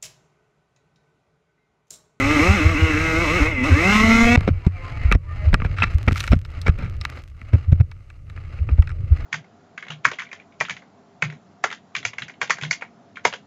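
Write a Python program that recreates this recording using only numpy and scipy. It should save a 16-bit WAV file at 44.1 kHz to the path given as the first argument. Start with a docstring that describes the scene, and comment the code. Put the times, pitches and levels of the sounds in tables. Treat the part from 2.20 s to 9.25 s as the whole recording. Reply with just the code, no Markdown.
"""On a dirt jump, at a microphone on the rider's helmet camera: a single-cylinder dirt bike climbs.
Harmonic orders of the crank, turbulence and gear whine waver as the tyre grips and slips, soar at the lip,
then stop as the throttle snaps shut. The rider tumbles: struck modes of the helmet knock, scrape and squeal,
stones and grit spray on it, and the springy camera mount thumps with every jolt. Coloured noise makes the
wind on the mount, a rush of air and dirt whose level dips and swells back, and the faint microphone hiss."""
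import sys
import numpy as np
from scipy import signal
from scipy.fft import rfft, irfft, next_fast_len
from scipy.io import wavfile
from scipy.ndimage import uniform_filter1d

SR = 44100
rng = np.random.default_rng(int(sys.argv[2]) if len(sys.argv) > 2 else 0)


def bounce(signal):
    """Save signal as a 16-bit WAV file at the path given by the first command-line argument."""
    frames = np.transpose(np.atleast_2d(signal))
    limited = np.clip(frames, -1, 1)
    pcm = np.round(limited * 32767).astype(np.int16)
    wavfile.write(sys.argv[1], SR, pcm)


N = 310905
TIME = np.arange(N) / SR
THROTTLE_SHUT_S = 2.161


def from_db(db):
    """Logarithmic levels: decibels to amplitude gain."""
    return 10 ** (np.asarray(db) / 20)


def rms_one(x):
    """Normalisation: scale to unit mean power."""
    return x / np.sqrt(np.mean(x ** 2) + 1e-20)


def levelled(x):
    """Levelling: divide by the running RMS over about 60 ms."""
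    power = uniform_filter1d(x ** 2, size=2600)
    return x / np.sqrt(np.abs(power) + 1e-6)


def in_time(rows):
    """Linear interpolation: each column of a curve at every sample."""
    s, *columns = np.transpose(rows)
    return [np.interp(TIME, s, c) for c in columns]


def drift(rate):
    """Band-limited chance: random knots, rate per second, joined by lines; unit RMS."""
    knots = rng.standard_normal(N // 8)
    return rms_one(np.interp(TIME * rate, np.arange(len(knots)), knots))


def coloured(x, spectrum):
    """Linear filtering: a (pitch_hz, level_db) response on a log-frequency axis; unit power."""
    hz, db = np.transpose(spectrum)
    size = next_fast_len(N)
    log_f = np.log(np.fft.rfftfreq(size, 1 / SR) + 1)
    # silent beyond both ends of the response
    gain = from_db(np.interp(log_f, np.log(hz), db, -np.inf, -np.inf))
    return rms_one(irfft(rfft(x, size) * gain, size)[:N])


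def add(track, s, sound):
    """Superposition: mix a sound in at a time."""
    start = int(np.clip(s * SR, 0, N - 1))
    track[start:start + len(sound)] += sound[:N - start]


# crank speed under power; columns: start_s [s], speed [turns/s]
REVS_TABLE = [(0.02, 133), (0.14, 155), (0.19, 142), (0.27, 182), (0.35, 209), (0.41, 149), (0.52, 168),
              (0.56, 143), (0.6, 160), (0.69, 159), (0.74, 148), (0.83, 162), (0.95, 160), (1.03, 173),
              (1.08, 144), (1.17, 185), (1.21, 143), (1.3, 167), (1.37, 129), (1.43, 124), (1.48, 162),
              (1.52, 125), (1.66, 187), (1.73, 209.5), (1.87, 224), (2.07, 234), (2.17, 245)]
# crank speed with the throttle shut; columns: start_s [s], speed [turns/s]
COASTING_REVS = [(2.3, 214), (2.6, 174), (2.9, 171), (3.08, 200), (3.27, 208), (3.6, 220)]


def crank(wobble):
    """Phase is the integral of speed: crank angle in radians, with random cycle-to-cycle wobble."""
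    speed, = in_time(list(REVS_TABLE) + list(COASTING_REVS))
    return 2 * np.pi * np.cumsum(speed) / SR + wobble * drift(130)


def firing(angle, start_s, end_s, half_db, waver_db, count=66, size=30):
    """Fourier series: wavering crank orders make pulses; the four-stroke cycle adds half orders."""
    phases = rng.uniform(0, 2 * np.pi, count)
    live = slice(*np.searchsorted(TIME, [start_s, end_s]))
    knots_s = np.linspace(start_s, end_s, size)
    pulses = np.zeros(N)
    for k in range(1, count):
        # odd k are the half orders
        gains = from_db(half_db * (k % 2) + waver_db * rng.standard_normal(size))
        order = np.cos(k * angle[live] / 2 + 0.75 * phases[k])
        pulses[live] += np.interp(TIME[live], knots_s, gains) * order
    return pulses


# engine load on a decibel scale; columns: start_s [s], level_db [dB]
LOAD_TABLE = [(0.0, -38), (0.25, -33.5), (0.53, -40.5), (1.15, -36.5), (1.26, -38.5), (1.28, -42),
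              (1.36, -49.5), (1.43, -46.5), (1.44, -38.5), (1.55, -39), (1.75, -31), (1.86, -34),
              (1.9, -32.5), (2.05, -33), (2.15, -34)]
CRUISE_DB = -37  # the load that counts as cruising
# the engine cleans up near the top; columns: speed [turns/s], turbulent share of the rasp [0-1]
TURBULENT_SHARE = [(130, 0.46), (160, .42), (210, 0.36), (245, 0.01)]
# resonances of the exhaust pipe; columns: pitch_hz [Hz], level_db [relative dB]
PIPE_COLOUR = [(560, -4), (700, -8), (900, -5.5), (1000, -8.5), (1190, .5), (1290, -1), (1440, -2),
               (1650, -5.5), (1900, -11), (2200, -32)]
# resonances of the rasp; columns: pitch_hz [Hz], level_db [relative dB]
RASP_COLOUR = [(1500, -61), (1850, -2.5), (2060, 13), (2300, 8), (2430, -2), (2600, 10), (2750, -0.5),
               (2950, -3.5), (3150, -18), (3600, -14), (4400, -49)]
# resonances of the engine's hiss; columns: pitch_hz [Hz], level_db [relative dB]
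HISS_COLOUR = [(1880, -52), (3200, 0), (3460, -9), (4090, 3.5), (4220, -1), (4480, -8), (5220, -0.5),
               (5910, -3.5), (6400, -2), (7210, -8.5), (8120, -9.5), (9510, -21.5), (12400, -18.5),
               (14500, -31), (15500, -33)]
# each part of the engine: level at cruising load (dB) and its share of the load's swing
BOOM_DB, BOOM_FOLLOWS = -1.5, 0.97
PIPE_DB, PIPE_FOLLOWS = -26, 0.99
RASP_DB, RASP_FOLLOWS = -24, 0.74
HISS_DB, HISS_FOLLOWS = -37, 1.21
BURBLE_DB = -39  # follows the load as the rasp does


def engine(angle):
    """Source-filter principle: load drives orders, pulses and turbulence through fixed resonances."""
    load_db = in_time(LOAD_TABLE)[0] - CRUISE_DB
    speed, = in_time(REVS_TABLE)
    rough = np.interp(speed, *np.transpose(TURBULENT_SHARE))
    pulses = firing(angle, 0, THROTTLE_SHUT_S, half_db=-21, waver_db=6.5)
    pulses *= from_db(1.9 * drift(160))
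    puffs = rng.standard_normal(N) * (1 + 0.058 * np.cos(angle) + 0.093 * np.cos(angle / 2))

    def band(spectrum, turbulent):
        """Power sharing: pulses and turbulence through the same resonances."""
        turbulent = np.clip(turbulent, 0, 1)
        tonal = np.sqrt(1 - turbulent) * levelled(coloured(pulses, spectrum))
        return tonal + np.sqrt(turbulent) * coloured(puffs, spectrum)

    boom = from_db(BOOM_DB + BOOM_FOLLOWS * load_db) * exhaust_boom(angle, speed, waver_db=2.5)
    pipe = from_db(PIPE_DB + PIPE_FOLLOWS * load_db) * band(PIPE_COLOUR, 0.5 * rough)
    rasp = from_db(RASP_DB + RASP_FOLLOWS * load_db) * band(RASP_COLOUR, rough)
    hiss = from_db(HISS_DB + HISS_FOLLOWS * load_db) * band(HISS_COLOUR, rough + 0.52)
    burble_colour = [(110, -28.0), (200, 13), (310, 8), (480, 5.5), (700, -19), (900, -20)]
    burble = from_db(BURBLE_DB + RASP_FOLLOWS * load_db) * coloured(puffs, burble_colour)
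    throttle = np.clip((THROTTLE_SHUT_S - TIME) / 0.0016, 0, 1)  # shuts within 1.6 ms
    return throttle * (boom + pipe + rasp + hiss + burble + gears(angle, flutter=0.0076))


# what the silencer lets through of a low order; columns: pitch_hz [Hz], level_db [relative dB]
SILENCER_RESPONSE = [(70, -27), (130, -45), (160, -31), (185, -25), (212, -21.5), (225, -17.5),
                     (234, -19.5), (248, -11), (270, -24), (298, -19), (325, -26), (375, -26.5),
                     (420, -40.5), (470, -29), (560, -31), (620, -49.5), (670, -41), (900, -81.5)]


def exhaust_boom(angle, speed, waver_db, count=4):
    """Resonance: the lowest orders swell and fade as the revs carry them through the silencer."""
    hz, db = np.transpose(SILENCER_RESPONSE)
    boom = np.zeros(N)
    for order in range(1, count + 1):
        level_db = np.interp(order * speed, hz, db) + waver_db * drift(70)
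        boom += np.sqrt(2) * from_db(level_db) * np.sin(order * angle + order ** 2)
    return boom


# whine of the gears; columns: start_s [s], pitch_hz [Hz], level_db [dB]
GEAR_WHINE = [(0, 2054, -36), (.5, 2039, -45), (1.0, 2200, -53), (1.28, 2163, -31.5), (1.41, 2034, -26.5),
              (1.5, 2004, -38), (1.64, 2078, -21.5), (1.8, 2137, -29.5), (1.95, 2143, -22),
              (2.16, 2268, -30)]


def gears(angle, flutter):
    """Amplitude modulation: meshing teeth whine; the crank's uneven pull adds sidebands."""
    hz, db = in_time(GEAR_WHINE)
    mesh = 2 * np.pi * np.cumsum(hz * (1 + flutter * drift(90))) / SR
    waver_db = 3 * drift(35)
    return np.sqrt(2) * from_db(db + waver_db) * np.sin(mesh) * (1 + 0.41 * np.cos(angle))


# jolts of the camera mount; columns: centre_s [s], level_db [dB], pitch_hz [Hz], swell_s [s]
MOUNT_JOLTS = [(0.305, -6.5, 86.14, 0.013), (0.466, -4.5, 86, 0.009), (0.634, -6, 85.3, 0.012),
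               (1.226, -7.5, 56.3, 0.0073), (1.531, -5.5, 84.6, 0.016), (2.045, -12, 24, 0.017),
               (2.181, 1.5, 106, 0.0028), (2.315, -8, 101, 0.0054), (2.471, -0.5, 103, 0.0025),
               (2.859, -6, 69, 0.0058), (2.889, -10, 67, 0.0057), (2.932, -13.5, 44, 0.025),
               (2.956, -1.5, 99, 0.0026), (3.281, -5.5, 82, .012), (3.343, -13.5, 39.4, 0.019),
               (3.457, -8, 87, 0.0039), (3.757, -4, 72.5, 0.0044), (3.883, -2.5, 100, 0.0039),
               (3.927, -10, 87, 0.0037), (4.115, -3.5, 67, 0.006), (4.133, 3, 118, 0.0016),
               (4.167, -7, 93, 0.0023), (4.497, 1.5, 76, 0.0027), (5.347, -0.4, 97.6, 0.0071),
               (5.494, -10.5, 87, 0.01), (5.529, 1, 104, 0.0036), (5.611, -2, 106, 0.0069),
               (6.416, -13.5, 71, 0.0098), (6.53, -8, 69.5, 0.0092), (6.598, 0.5, 66.4, .006),
               (6.924, -3, 76, 0.0084)]


def jolts(mount_hz, mount_t60, mount_db, size=13230):
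    """Forced and free vibration: each jolt shoves the camera to and fro; its springy mount rings on."""
    out = np.zeros(N)
    t = np.arange(size) / SR - .08  # the swell begins ahead of its centre
    for s, db, hz, swell_s in MOUNT_JOLTS:
        shove = -np.exp(-(t / swell_s) ** 2 / 2) * np.sin(2 * np.pi * hz * t)
        after = ring(shove, mount_hz, mount_t60)
        after = from_db(mount_db) * after / np.abs(after).max()
        add(out, s + t[0], from_db(db) * (shove + after))
    return out


def ring(force, hz, t60):
    """Damped harmonic oscillator: one mode driven by a force."""
    r, w = from_db(-60 / (max(t60, .001) * SR)), 2 * np.pi * hz / SR
    return signal.lfilter([0, np.sin(w)], [1, -2 * r * np.cos(w), r * r], force + 1e-18)


def body(force, modes):
    """Modal superposition: a force rings all the modes of one part."""
    return sum((-1) ** k * from_db(db) * ring(force, hz, t60) for k, (hz, db, t60) in enumerate(modes))


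def strike(modes, crunch_s, crunch, size=4410):
    """Impulse response: a contact and its crumbling aftermath ring the modes; set to 10 ms of unit power."""
    t = np.arange(size) / SR
    force = crunch * rng.standard_normal(size) * rng.exponential(1, size) * np.exp(-t / crunch_s)
    force[0] += 1
    # each strike excites the modes a little differently
    varied = [(hz, db + rng.normal(0, 2.8), t60) for hz, db, t60 in modes]
    sound = body(force, varied)
    return sound / np.sqrt(np.sum(sound ** 2) / (SR / 100))


# modes of the helmet shell; columns: pitch_hz [Hz], level_db [relative dB], t60_s [s]
SHELL_MODES = [(660,-21.5,.012),(910,-4.5,0.0075),(1188,-5,0.026),(1362,0.5,0.017),(1686,-0.5,0.011),(1950,-0.5,0.011),(2284,2,0.012),(2609,-1,0.0089),(3256,-13.5,0.0055)]
# modes of the camera case; columns: pitch_hz [Hz], level_db [relative dB], t60_s [s]
CASE_MODES = [(3883,6.5,0.0037),(5300,-3.5,0.009),(5870,-2,0.0029),(7900,-5,0.003),(8800,-6,0.0014),(12440,-23,.004)]
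# modes of the helmet padding; columns: pitch_hz [Hz], level_db [relative dB], t60_s [s]
PADDING_MODES = [(167.3,-3,0.055),(250,-2,0.02),(383,-3.5,0.012),(630,-6.5,0.007)]
# blows on the helmet; columns: start_s [s], then relative levels:
# shell ring level_db [dB], padding thud level_db [dB], case crack level_db [dB]
HELMET_BLOWS = [(2.175, -21, -10.5, -33), (2.2083, -20.5, -21, -33), (2.277, -11.5, -9, -40),
                (2.2864, -33, -12, -42), (2.466, -28, -12, -35.5), (2.9151, -3.5, -12, -43),
                (2.924, -2.5, -21, -16), (2.9497, -19.5, -9.5, -36), (3.3295, -17.5, -15, -49),
                (3.3425, -1.5, -27, -17), (3.4009, -22, -29, -48), (3.419, -14.5, -20.5, -57),
                (3.4484, -16, -19.5, -48), (3.584, -20, -39, -48), (3.6211, -5, -23, -34),
                (3.8772, -10.5, -6, -53), (3.882, -7.5, -13, -28), (3.91, -18, -20, -58),
                (3.9211, -23, -18, -31), (4.1189, -31, -14, -29), (4.1324, -14, -7, -27.5),
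                (4.4699, -13, -38, -34), (4.4813, -10.5, -12.5, -29), (4.8514, -10, -47, -20),
                (5.215, -27.5, -38, -50), (5.3337, -27, -16, -44), (5.5261, -40, -19, -39),
                (5.6074, -34, -19, -42.5), (6.1753, -28, -41, -71), (6.3884, -31, -32, -62),
                (6.4892, -20.5, -27.5, -70)]


def knocks(thud_db, ring_db, crack_db):
    """Impact excitation: the ground thuds on the padding, rings the shell and cracks on the case."""
    out = np.zeros(N)
    for s, shell_db, padding_db, case_db in HELMET_BLOWS:
        add(out, s, from_db(padding_db + thud_db) * strike(PADDING_MODES, crunch_s=0.005, crunch=0.047))
        add(out, s, from_db(shell_db + ring_db) * strike(SHELL_MODES, crunch_s=0.0022, crunch=0.09))
        add(out, s, from_db(case_db + crack_db) * strike(CASE_MODES, crunch_s=0.0032, crunch=0.02))
    return out


# helmet and gloves dragging through dirt; columns: start_s [s], length_s [s],
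# crunch level_db [relative dB], thud level_db [relative dB]
DIRT_SCRAPES = [(2.273, 0.023, -24, -12), (2.925, 0.04, -35, -31), (3.328, 0.025, -33, -16),
                (3.442, 0.031, -32.5, -30), (3.564, 0.13, -31, -52), (3.629, 0.017, -14.5, -23.5),
                (3.878, .014, -22, -14.5), (4.114, 0.03, -26, -27), (4.462, 0.041, -22, -21.5),
                (4.575, 0.12, -38.5, -32), (5.328, 0.032, -36.5, -19.5), (5.518, 0.017, -36, -32.5),
                (5.599, 0.018, -40, -29), (6.492, 0.023, -44, -29), (6.579, 0.019, -45, -27),
                (6.914, 0.055, -50, -36), (6.988, 0.075, -47, -40)]


def scrapes(grain_db):
    """Friction noise: dense grains under a sliding contact ring shell and case and drum on the padding."""
    crunch, thud = np.zeros(N), np.zeros(N)
    for s, length_s, crunch_db, thud_db in DIRT_SCRAPES:
        along = np.linspace(0, 1, max(int(length_s * SR), 2))
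        press = np.sqrt(np.minimum(along * 8, 1) * (1 - along))
        add(crunch, s, from_db(crunch_db) * press)
        add(thud, s, from_db(thud_db) * press)
    grains = rng.standard_normal(N) * from_db(grain_db * drift(700))

    def rubbed(force, modes):
        """Scaling: level relative to grains pressed steadily at unit force."""
        return body(grains * force, modes) / body(grains, modes).std()

    low_pass = signal.butter(2, 6500, fs=SR, output="sos")
    soft_case = signal.sosfilt(low_pass, rubbed(crunch, CASE_MODES))
    return rubbed(crunch, SHELL_MODES) + from_db(-14.5) * soft_case + rubbed(thud, PADDING_MODES)


# the shell grabs the ground, then rings on; columns: pitch_hz [Hz], level_db [dB], t60_s [s]
SQUEAL_MODES = [(2576, -1.5, 0.019), (2650, -37.5, 0.35)]
SQUEAL_S = 3.6228


def squeal():
    """Exponential decay: a short cry of the shell leaves a faint ring."""
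    t = np.maximum(TIME - SQUEAL_S, 0)
    cry = np.zeros(N)
    for hz, db, t60 in SQUEAL_MODES:
        cry += from_db(db - 60 * np.minimum(t / t60, 3)) * np.sin(2 * np.pi * hz * t)
    return np.minimum(t / 0.0015, 1) * cry


# stones striking the camera; columns: start_s [s], level_db [relative dB],
# crack against ring [relative dB]
STONE_TICKS = [(3.9573, -14, -18), (3.974, -20, -8), (4.0044, -15.5, 1.5), (4.0392, -15.5, -13),
               (4.0768, -13.5, -10), (4.25, -30, -5.5), (4.416, -27.5, 18), (4.8125, -23.5, 1),
               (4.837, -33, -13), (5.715, -31, -9), (5.901, -33, -14), (6.099, -32.5, -9.5),
               (6.623, -23, -21.5), (6.6732, -24, -15), (6.6927, -27, -15), (6.702, -26, -22),
               (6.7152, -32, -16)]
# spray of grit; columns: start_s [s], rate [grains/s], level_db [relative dB]
GRIT_SPRAY = [(3.65, 60, -50), (3.93, 200, -39.5), (3.97, 1200, -34.5), (4.12, 1300, -45.5),
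              (4.16, 150, -45.5), (4.3, 34, -43), (4.9, 120, -41.5), (5.3, 10, -50.5)]
# colour of the grit; columns: pitch_hz [Hz], level_db [relative dB per Hz]
GRIT_COLOUR = [(700, -10.5), (1300, 1.5), (2500, 3.5), (4200, -5.5), (6500, -8), (9000, -18),
               (12300, -17.5), (15500, -25)]


def stones(ring_db, crack_db):
    """Random arrivals: stones tick on shell and case, amid a Poisson-like spray of finer grit."""
    out = np.zeros(N)
    for s, level_db, sharp_db in STONE_TICKS:
        tick = from_db(ring_db) * strike(SHELL_MODES, crunch_s=0.0033, crunch=0.39)
        tick += from_db(sharp_db + crack_db) * strike(CASE_MODES, crunch_s=0.0041, crunch=0.052)
        add(out, s, from_db(level_db - max(sharp_db, 0)) * tick)
    per_s, grit_db = in_time(GRIT_SPRAY)
    spraying = (TIME > GRIT_SPRAY[0][0]) & (TIME < GRIT_SPRAY[-1][0])
    born = (rng.random(N) < per_s / SR) & spraying
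    grit = born * rng.laplace(0, 1, N) * from_db(grit_db)
    return out + from_db(11.5) * grit.std() * coloured(grit, GRIT_COLOUR)


# wind on the mount; columns: start_s [s], level_db [relative dB]
BUFFET_LEVEL = [(0, -27.5), (.9, -29), (1.9, -27.5), (2.28, -26), (2.5, -40), (2.8, -30.5), (3.03, -39),
                (3.3, -24.5), (4.05, -32.5), (4.27, -36), (4.6, -27.5), (5.15, -45.5), (5.55, -30.5),
                (5.85, -47), (6.1, -39.5), (6.45, -32), (7.05, -29.5)]
# colour of that wind; columns: pitch_hz [Hz], level_db [relative dB]
WIND_COLOUR = [(12,-30),(20,-1),(32,-1.5),(50,-6.5),(70,-0.5),(92,3),(118,-6),(150,-13),(200,-31.5),(330,-33),(600,-37),(900,-71.5)]


def wind():
    """Turbulent pressure: low coloured noise shakes the mount in slow gusts."""
    buffet_db, = in_time(BUFFET_LEVEL)
    gusts = from_db(buffet_db + 4.0 + 0.63 * drift(22))
    return gusts * coloured(rng.standard_normal(N), WIND_COLOUR)


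# rush of air and dirt past the helmet; columns: pitch_hz [Hz], level_db [relative dB]
AIR_COLOUR = [(150, -38), (250, -1.5), (401, -9.5), (687, -7.5), (760, -10.5), (869, -10.5), (962, -19.5),
              (1240, -2), (1540, -13.5), (2050, -8), (2830, -12), (3130, -19.5), (6340, -34.5), (6900, -39),
              (14000, -62.5)]
# the engine coasting behind the rider; columns: pitch_hz [Hz], level_db [relative dB per Hz]
COASTING_COLOUR = [(400, -27.5), (620, 7), (900, -5.5), (1250, -0.5), (1600, -10), (2120, 4.5),
                   (2600, -4.5), (3200, -24)]


def background(angle):
    """Shared envelope: one gain dips and swells the rushing noise and the coasting engine's orders."""
    grain = rng.standard_normal(N) * from_db(3.16 * drift(260))
    through_helmet = rms_one(body(grain, SHELL_MODES + CASE_MODES))
    rush = 0.77 * coloured(grain, AIR_COLOUR) + 0.13 * through_helmet
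    loose_angle = angle + .05 * drift(110)
    pulses = firing(loose_angle, THROTTLE_SHUT_S, COASTING_REVS[-1][0], half_db=-22.5, waver_db=8.0)
    coasting = coloured(pulses, COASTING_COLOUR) * np.interp(TIME, [3.25, 3.6], [.33, 0])
    level = background_gain() * from_db(2.14 * drift(24))
    return level * (rush + coasting) * (TIME > THROTTLE_SHUT_S)


# swells of the background level between its dips; columns: start_s of the hold [s], hold_s [s],
# level_db [relative dB]
GAIN_SWELLS = [(2.163, 0.14, -39.5), (2.464, 0.0093, -41), (2.687, 0.238, -38), (3.228, 0.065, -42),
               (3.39, 0.073, -44), (3.561, 0.28, -43.5), (3.923, 0.24, -45.5), (4.406, 0.16, -46),
               (4.6, 0.15, -49), (4.911, 0.097, -44.5), (5.27, .32, -49), (6.186, 0.63, -50),
               (7.02, .03, -41.5)]
DUCKED_DB = -60  # gain at the bottom of a dip
RECOVERY_S, DUCKING_S, RECOVERY_CURVE = 0.36, .035, 2.3  # the curve is a power of time


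def background_gain():
    """Gain envelope: the level recovers slowly, holds, then ducks quickly, at the listed times."""
    gain = from_db(DUCKED_DB)
    for s, hold_s, db in GAIN_SWELLS:
        away = np.maximum((s - TIME) / RECOVERY_S, (TIME - s - hold_s) / DUCKING_S)
        gain = np.maximum(gain, from_db(db) * np.clip(1 - away, 0, 1) ** RECOVERY_CURVE)
    return gain


def scene():
    """Superposition: every source adds at one microphone on the helmet."""
    angle = crank(wobble=0.067)
    blows = knocks(thud_db=-6.5, ring_db=-14.0, crack_db=-12.0) + stones(ring_db=-14.0, crack_db=-12.5)
    mount = jolts(mount_hz=88.6, mount_t60=0.17, mount_db=-13.0)
    tumble = mount + blows + scrapes(grain_db=4.5) + squeal()
    return (engine(angle) + wind() + background(angle) + tumble)[None]


# hiss of the microphone; columns: pitch_hz [Hz], level_db [relative dB per Hz]
MIC_COLOUR = [(2000, -0.5), (6000, 5), (9000, -2.5), (12500, -6.5), (15000, -25.5)]
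MIC_HISS_DB, CUTOFF_HZ = -77, 15600


def record(dry):
    """Noise floor, overload and band limit: faint hiss is added, peaks clip, and the top is cut."""
    hiss = from_db(MIC_HISS_DB) * coloured(rng.standard_normal(N), MIC_COLOUR)
    clipped = np.clip(dry + hiss, -1, 1)
    low_pass = signal.ellip(10, .1, 80, CUTOFF_HZ, fs=SR, output="sos")
    return signal.sosfilt(low_pass, clipped)


dry = scene()
out = record(dry)
bounce(out)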